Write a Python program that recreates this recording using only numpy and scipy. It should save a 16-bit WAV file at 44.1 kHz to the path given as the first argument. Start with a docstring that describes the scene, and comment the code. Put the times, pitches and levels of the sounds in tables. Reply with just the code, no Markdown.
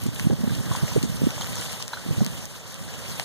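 """A fire roars softly and hisses as a lava flow creeps across a country road and burns the brush at its edge.
Flickering bands of noise make the roar and hiss; wind rumbles and buffets the right microphone port.
Resonant clicks crackle, noise bursts snap as twigs, and short wavering tones with puffs of noise pop as gas.
Foliage scatters these cracks; the recorder widens the stereo by subtracting each port from the other."""
import sys
import numpy as np
from scipy import signal
from scipy.fft import rfft, irfft, next_fast_len
from scipy.io import wavfile

SR = 44100
rng = np.random.default_rng(int(sys.argv[2]) if len(sys.argv) > 2 else 0)


def transcribe(signal):
    """Save signal, clipped to [-1, 1], as a 16-bit WAV file at the path in sys.argv[1]."""
    frames = np.atleast_2d(signal).T
    limited = np.clip(frames, -1, 1)
    pcm = np.round(limited * 32767).astype(np.int16)
    wavfile.write(sys.argv[1], SR, pcm)


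N = 142884

# Level of the hiss and roar, dipping abruptly after some sharp clicks and recovering,
# before the two offsets below: time_s, hiss_level_db, roar_level_db
FIRE_LEVEL = [(0, -39.5, -42.5), (0.06, -39, -46), (0.12, -42, -46), (0.19, -35.5, -40),
              (0.32, -42.5, -43.5), (0.45, -40, -41), (0.62, -38.5, -39.5), (0.82, -34.5, -36.5),
              (1.02, -36, -40.5), (1.07, -40.5, -41), (1.25, -37, -40.5), (1.58, -34, -38),
              (1.815, -37, -42), (1.84, -42, -43.5), (2.1, -39.5, -41), (2.445, -39, -42), (2.47, -43, -46),
              (2.8, -41.5, -42.5), (3.14, -36.5, -39.5), (3.24, -37, -41.5)]
HISS_OFFSET_DB, ROAR_OFFSET_DB = -3, -3
# Relative noise density of the hiss: frequency_hz, density_db (per Hz)
HISS_SPECTRUM = [(1200, -13), (2000, -8.5), (2500, -1), (3100, 2), (4200, -1.5), (6500, 0.5), (9000, -3.5),
                 (10600, -5.5), (13500, -8), (15500, -17)]
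# Relative noise density of the roar: frequency_hz, density_db (per Hz)
ROAR_SPECTRUM = [(40, -27), (110, 14.5), (250, -2.5), (520, 9), (760, 1.5), (1030, 2), (1300, -1),
                 (1580, 1), (1950, -1.5), (3000, -85)]
# Likeness of the fire noise at the two ports: frequency_hz, coherence (no unit)
PORT_COHERENCE = [(100, 0.73), (550, 0.98), (1000, 0.77), (1600, 0.1), (2400, 0.016), (3000, 0.13),
                  (4300, 0.012), (15000, 0.011)]

# Relative noise density of the wind rumble: frequency_hz, density_db (per Hz)
WIND_SPECTRUM = [(25, -41), (50, -2), (100, 3.5), (170, 3.5), (280, -5.5), (450, -22.5), (800, -39),
                 (2000, -34)]
# Strength of the moving air at the right port, before its flutter: time_s, level_db
BREEZE_LEVEL = [(0, -33.5), (.5, -29), (.9, -32.5), (1.15, -27.5), (1.35, -32), (1.55, -35), (1.98, -43),
                (2.08, -32), (2.23, -31.5), (2.37, -34), (2.52, -44.5), (2.72, -42), (2.79, -39.5),
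                (2.94, -40.5), (3.05, -34.5), (3.24, -38.5)]
WIND_FLUTTER_DB, WIND_FLUTTER_HZ = 2.5, 38
WIND_LEFT_DB = -8   # left port relative to right

CRACKLES_PER_S, CRACKLE_CYCLES = 600, 9.6   # mean rate; bandwidth is 2 * pitch / cycles
CRACKLE_DB = -11   # relative to the hiss curve
CRACKLE_SPREAD_DB, CRACKLE_TILT_DB = 3.5, -3.5   # mean excess of size; slope per octave
ECHO_DB, ECHO_DECAY_S, ECHO_RISE_S, ECHO_HZ = -17.5, 0.047, 0.0017, 5050   # scatter from the trees

# Twigs snapping: start_s, level_db (relative), centre_hz, splintering_s (decay before the resonance)
TWIG_SNAPS = [(0.019, -32.5, 7000, 0.0011), (.037, -28.5, 8400, 0.0012), (0.065, -35, 6300, 0.0046),
              (0.1466, -32, 8400, 0.00061), (0.1969, -20, 1990, 0.0002), (.55, -32.5, 3840, 0.0043),
              (0.76, -31.5, 3660, 0.0087), (1.028, -25, 3740, 0.0032), (1.3058, -28, 2650, 0.0016),
              (1.41, -28.5, 3300, 0.0044), (1.556, -25.5, 7550, 0.0011), (1.613, -26, 7600, 0.00076),
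              (1.73, -26, 7060, 0.0008), (1.8253, -20.5, 4400, 0.00038), (1.8802, -23.5, 4140, 0.00037),
              (2.2474, -24, 5000, 0.00025), (2.2642, -20, 3800, 0.00013), (2.4552, -26.5, 6230, 0.0004),
              (2.7433, -31.5, 6300, .0004), (3.1975, -18, 2520, 0.0006)]
SNAP_WIDTH = 1   # bandwidth as a share of the centre frequency
SNAP_CLICK_DB = 10.5   # the first break over the initial splinter noise
SNAP_PAN_DB, SNAP_LAG_S = 9.5, 0.00014   # loss and delay at the right port

# Eddies striking the right port: middle_s, level_db (before BUFFET_DB and flutter),
# centre_hz (before its wobble), half_length_s (standard deviation of the swell)
EDDY_BUFFETS = [(0.035, -23, 117.6, 0.0064), (0.063, -21, 174, 0.0057), (0.088, -20, 117, 0.0048),
                (0.249, -25, 182, 0.0073), (0.271, -10.5, 181, 0.0032), (0.304, -21.5, 234, 0.0048),
                (0.317, -17.5, 164, 0.0055), (0.333, -20, 159.7, 0.0083), (0.403, -28.5, 190, 0.0096),
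                (0.44, -18.5, 222, 0.005), (0.478, -17.5, 194.4, 0.0032), (0.522, -22.5, 122.4, 0.015),
                (0.599, -21, 166, 0.0087), (0.666, -27, 100, 0.0085), (0.714, -17, 105, 0.0051),
                (0.835, -17, 121.7, 0.0087), (0.964, -17, 262, 0.0032), (0.978, -13.5, 149, 0.0056),
                (1.037, -17, 201, 0.0023), (1.052, -24, 169, 0.0081), (1.219, -14, 236.5, 0.00081),
                (1.238, -19, 158.4, 0.013), (1.272, -14.5, 213, .0035), (2.066, -31, 182, 0.0074),
                (2.09, -24, 221, 0.0027), (2.112, -18, 156, .005), (2.182, -18.5, 133, .005),
                (2.216, -16.5, 146.4, 0.0083), (2.27, -31.5, 189, 0.0093)]
BUFFET_DB, BUFFET_FLUTTER_DB, BUFFET_FLUTTER_HZ = 3.5, 1.8, 190
BUFFET_WOBBLE, BUFFET_WOBBLE_HZ = 0.59, 232   # limit of the pitch's log ratio; its rate
BUFFET_LOW_HZ = 73   # high-pass corner

# Gas pockets and green wood popping: start_s, level_db (before the ring and puff offsets),
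# pitch_hz (before its waver), decay_s
GAS_POPS = [(0.307, -23, 880, 0.0024), (0.495, -33, 1534, 0.0096), (.714, -21, 1120, 0.0037),
            (0.7506, -21, 1020, 0.0045), (0.915, -29.5, 1000, 0.0047), (1.41, -24.5, 935, 0.0024),
            (1.418, -23.5, 3150, 0.0062), (1.419, -28.5, 6500, 0.0061), (1.932, -21, 940, 0.0025),
            (1.934, -28.5, 1540, 0.0074), (1.933, -31, 4020, 0.014), (1.971, -32.5, 1407, 0.0084),
            (2.206, -23, 660, 0.0029), (2.657, -30.5, 940, 0.0018), (3.1975, -19.5, 700, 0.0012)]
POP_RING_DB, POP_PUFF_DB = -3.5, -14.5
POP_WAVER_HZ, POP_WAVER_RATE_HZ = 68, 66   # rms depth; rate
POP_PUFF_WIDTH = 0.48   # bandwidth as a share of the pitch

PORT_LAG = 17   # samples of travel between the ports
# Subtraction of the opposite port: frequency_hz, share (no unit)
CROSSFEED_SHARE = [(100, 0.69), (1200, 0.8), (2300, 1), (2900, 1), (5200, 0.52), (9000, 0.53),
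                   (13000, 0.37)]
# Colour of the two channels: frequency_hz, left_minus_right_db
CHANNEL_COLOUR = [(550, 0), (780, 2), (1100, 0), (2100, -2), (2400, 0), (2800, 0), (3200, -2), (4400, 3),
                  (5200, .3), (8500, 3), (10400, 1)]
CUTOFF_HZ = 15200


def from_db(db):
    """Amplitude ratio: 20 dB is a factor of ten."""
    return 10 ** (np.asarray(db) / 20)


def rms_one(x):
    """Normalization: the root mean square becomes 1."""
    return x / np.sqrt(np.mean(x ** 2) + 1e-20)


def in_time(rows):
    """Linear interpolation: each column of a curve at every sample."""
    s, *columns = np.transpose(rows)
    return [np.interp(np.arange(N) / SR, s, column) for column in columns]


def at_hz(points, hz):
    """Spectral interpolation: straight lines on a log-frequency axis."""
    point_hz, values = np.transpose(points)
    return np.interp(np.log(hz), np.log(point_hz), values)


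def drift(rate_hz):
    """Low-pass noise: a smooth random wander with spread about 1."""
    step, settling = 40, 2000   # the wander is drawn every 40 samples
    r = np.exp(-2 * np.pi * rate_hz * step / SR)
    white = rng.standard_normal(N // step + settling + 2)
    slow = signal.lfilter([1], [1, -2 * r, r * r], white)[settling:]
    return np.interp(np.arange(N) / step, np.arange(len(slow)), rms_one(slow))


def resonate(x, hz, width_hz):
    """Resonance: a pole pair rings at one frequency, with a peak gain near 1."""
    r = np.exp(-np.pi * width_hz / SR)
    zeros = np.array([1, 0, -1]) * (1 - r * r) / 2
    poles = [1, -2 * r * np.cos(2 * np.pi * hz / SR), r * r]
    return signal.lfilter(zeros, poles, x + 1e-18)


def add(out, s, sound):
    """Superposition: a short sound is summed in at its start time."""
    i = max(int(s * SR), 0)
    out[..., i:i + sound.shape[-1]] += sound[..., :max(N - i, 0)]


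def fire_noise(spectrum, flicker_db, flicker_hz, shared):
    """Turbulent combustion: partly coherent third-octave noise flickers, partly in unison; rms 1."""
    out, together = 0, drift(flicker_hz)
    edges = 16000 / 2 ** (np.arange(27, -1, -1) / 3)
    white = rng.standard_normal((2, 2, N))   # neighbouring bands use independent pairs
    for k, (low, high) in enumerate(zip(edges, edges[1:])):
        hz = np.sqrt(low * high)
        if not spectrum[0][0] < hz < spectrum[-1][0]:
            continue
        band = signal.butter(2, [low, high], "band", fs=SR, output="sos")
        mid, side = signal.sosfilt(band, white[k % 2])
        alike = np.clip(at_hz(PORT_COHERENCE, hz), -1, 1)
        flicker = shared * together + drift(flicker_hz)
        gain = from_db(at_hz(spectrum, hz) + flicker_db * flicker)
        ports = np.sqrt(1 + alike) * mid + np.sqrt(1 - alike) * side * [[1], [-1]]
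        out = out + gain * ports
    return rms_one(out)


def wind_rumble():
    """Turbulent pressure: low-frequency noise fluctuates with the breeze, stronger at the right port."""
    hz = np.maximum(np.fft.rfftfreq(N, 1 / SR), 1)
    spectrum = rfft(rng.standard_normal((2, N))) * from_db(at_hz(WIND_SPECTRUM, hz))
    rumble = rms_one(irfft(spectrum, N))
    breeze_db = in_time(BREEZE_LEVEL)[0] + WIND_FLUTTER_DB * drift(WIND_FLUTTER_HZ)
    return rumble * from_db(breeze_db) * from_db([[WIND_LEFT_DB], [0]])


def crackle():
    """Impulse excitation: many tiny fractures ring at varied pitches, sizes and directions; rms 1."""
    out, count, pitches = np.zeros((2, N)), 400, 20
    for hz in np.geomspace(900, 12000, num=pitches):
        chance, when, where, sign = rng.random((4, count))
        excess = np.minimum(rng.exponential(1, count), 4.5)
        size = from_db(CRACKLE_SPREAD_DB * excess) * np.sign(sign - .5)
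        size *= chance < CRACKLES_PER_S * N / SR / pitches / count   # the rest stay silent
        i = (when * (N - 2 * PORT_LAG)).astype(int) + PORT_LAG
        lag = ((2 * where - 1) * PORT_LAG).astype(int)
        clicks = np.zeros((2, N))
        clicks[0, i] = size
        clicks[1, i + lag] = size
        tilt = from_db(CRACKLE_TILT_DB * np.log2(hz / 1000))
        out += resonate(clicks, hz, 2 * hz / CRACKLE_CYCLES) * tilt
    return rms_one(out)


def tree_scatter(x):
    """Diffuse scattering: foliage on both sides returns a short, dull, decaying tail."""
    t = np.arange(SR // 2) / SR
    envelope = np.exp(-t / ECHO_DECAY_S) * (1 - np.exp(-t / ECHO_RISE_S))
    tail = rng.standard_normal((2, len(t))) * envelope
    tail = signal.sosfilt(signal.butter(1, ECHO_HZ, fs=SR, output="sos"), tail)
    tail /= np.sqrt(np.sum(tail ** 2) / 2)
    return from_db(ECHO_DB) * signal.fftconvolve(x, tail, axes=1)[:, :N]


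def burst(hz, width, decay_s, click=0):
    """Sudden release: an impulse and dying noise excite one resonance of normalized energy."""
    t = np.arange(SR // 10) / SR
    push = rng.standard_normal(len(t)) * np.exp(-t / decay_s)
    push[0] -= click
    sound = resonate(push, hz, width * hz)
    energy = max(decay_s, .001) * SR
    return sound * np.sqrt(energy / np.sum(sound ** 2))


def snaps():
    """Brittle fracture: a break and splinters, differing by port, arrive first and louder at the left."""
    out = np.zeros((2, N))
    for s, db, hz, decay_s in TWIG_SNAPS:
        for port in range(2):
            crack = burst(hz, SNAP_WIDTH, decay_s, click=from_db(SNAP_CLICK_DB))
            add(out[port], s + port * SNAP_LAG_S, from_db(db - port * SNAP_PAN_DB) * crack)
    return out


def wind_buffets():
    """Vortex impact: each eddy swings the right port's pressure to and fro in a brief swell."""
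    t = np.arange(-SR // 40, SR // 40) / SR
    eddies = np.zeros(N)
    wobble = np.exp(BUFFET_WOBBLE * np.tanh(drift(BUFFET_WOBBLE_HZ)))
    for s, db, centre_hz, half_s in EDDY_BUFFETS:
        pitch_hz = centre_hz * wobble[int(s * SR):][:len(t)]
        turns = rng.random() + np.cumsum(pitch_hz) / SR
        swell = np.exp(-.5 * (t / half_s) ** 2)
        eddy = np.sqrt(2) * np.sin(2 * np.pi * turns) * swell
        add(eddies, s + t[0], from_db(db + BUFFET_DB) * eddy)
    eddies *= from_db(BUFFET_FLUTTER_DB * drift(BUFFET_FLUTTER_HZ))
    high_pass = signal.butter(1, BUFFET_LOW_HZ, "high", fs=SR, output="sos")
    return np.array([np.zeros(N), signal.sosfilt(high_pass, eddies)])


def pops():
    """Cavity resonance: a puff of gas and a briefly ringing, wavering tone, equal at both ports."""
    out, waver_hz = np.zeros(N), POP_WAVER_HZ * drift(POP_WAVER_RATE_HZ)
    for s, db, hz, decay_s in GAS_POPS:
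        pitch_hz = hz + waver_hz[int(s * SR):][:SR // 10]
        t = np.arange(len(pitch_hz)) / SR
        ring = np.sin(2 * np.pi * np.cumsum(pitch_hz) / SR) * np.exp(-t / decay_s)
        add(out, s, from_db(db + POP_RING_DB) * ring)
        add(out, s, from_db(db + POP_PUFF_DB) * burst(hz, POP_PUFF_WIDTH, decay_s))
    return np.array([out, out])


def scene():
    """Superposition: the fire, its scattered cracks and the wind add at the two ports."""
    hiss_db, roar_db = in_time(FIRE_LEVEL)
    hiss = fire_noise(HISS_SPECTRUM, flicker_db=2.0, flicker_hz=23.4, shared=0.57)
    hiss *= from_db(hiss_db + HISS_OFFSET_DB)
    roar = fire_noise(ROAR_SPECTRUM, flicker_db=0.85, flicker_hz=48, shared=0.12)
    roar *= from_db(roar_db + ROAR_OFFSET_DB)
    wind = wind_rumble() + wind_buffets()
    cracks = from_db(hiss_db + CRACKLE_DB) * crackle() + snaps() + pops()
    return hiss + roar + wind + cracks + tree_scatter(cracks)


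def record(dry):
    """Pressure difference: each port minus the delayed other, coloured by channel and low-passed."""
    size = next_fast_len(N + SR // 10)
    hz = np.maximum(np.fft.rfftfreq(size, 1 / SR), 1)
    ports = rfft(dry, size)
    delay = np.exp(-2j * np.pi * hz * PORT_LAG / SR)
    cross = np.clip(at_hz(CROSSFEED_SHARE, hz), 0, 1) * delay
    colour = from_db(at_hz(CHANNEL_COLOUR, hz) * np.array([[.5], [-.5]]))
    wide = irfft(colour * (ports - cross * ports[::-1]), size)[:, :N]
    low_pass = signal.ellip(10, .2, 80, CUTOFF_HZ, fs=SR, output="sos")
    return signal.sosfilt(low_pass, wide)


dry = scene()
out = record(dry)
transcribe(out)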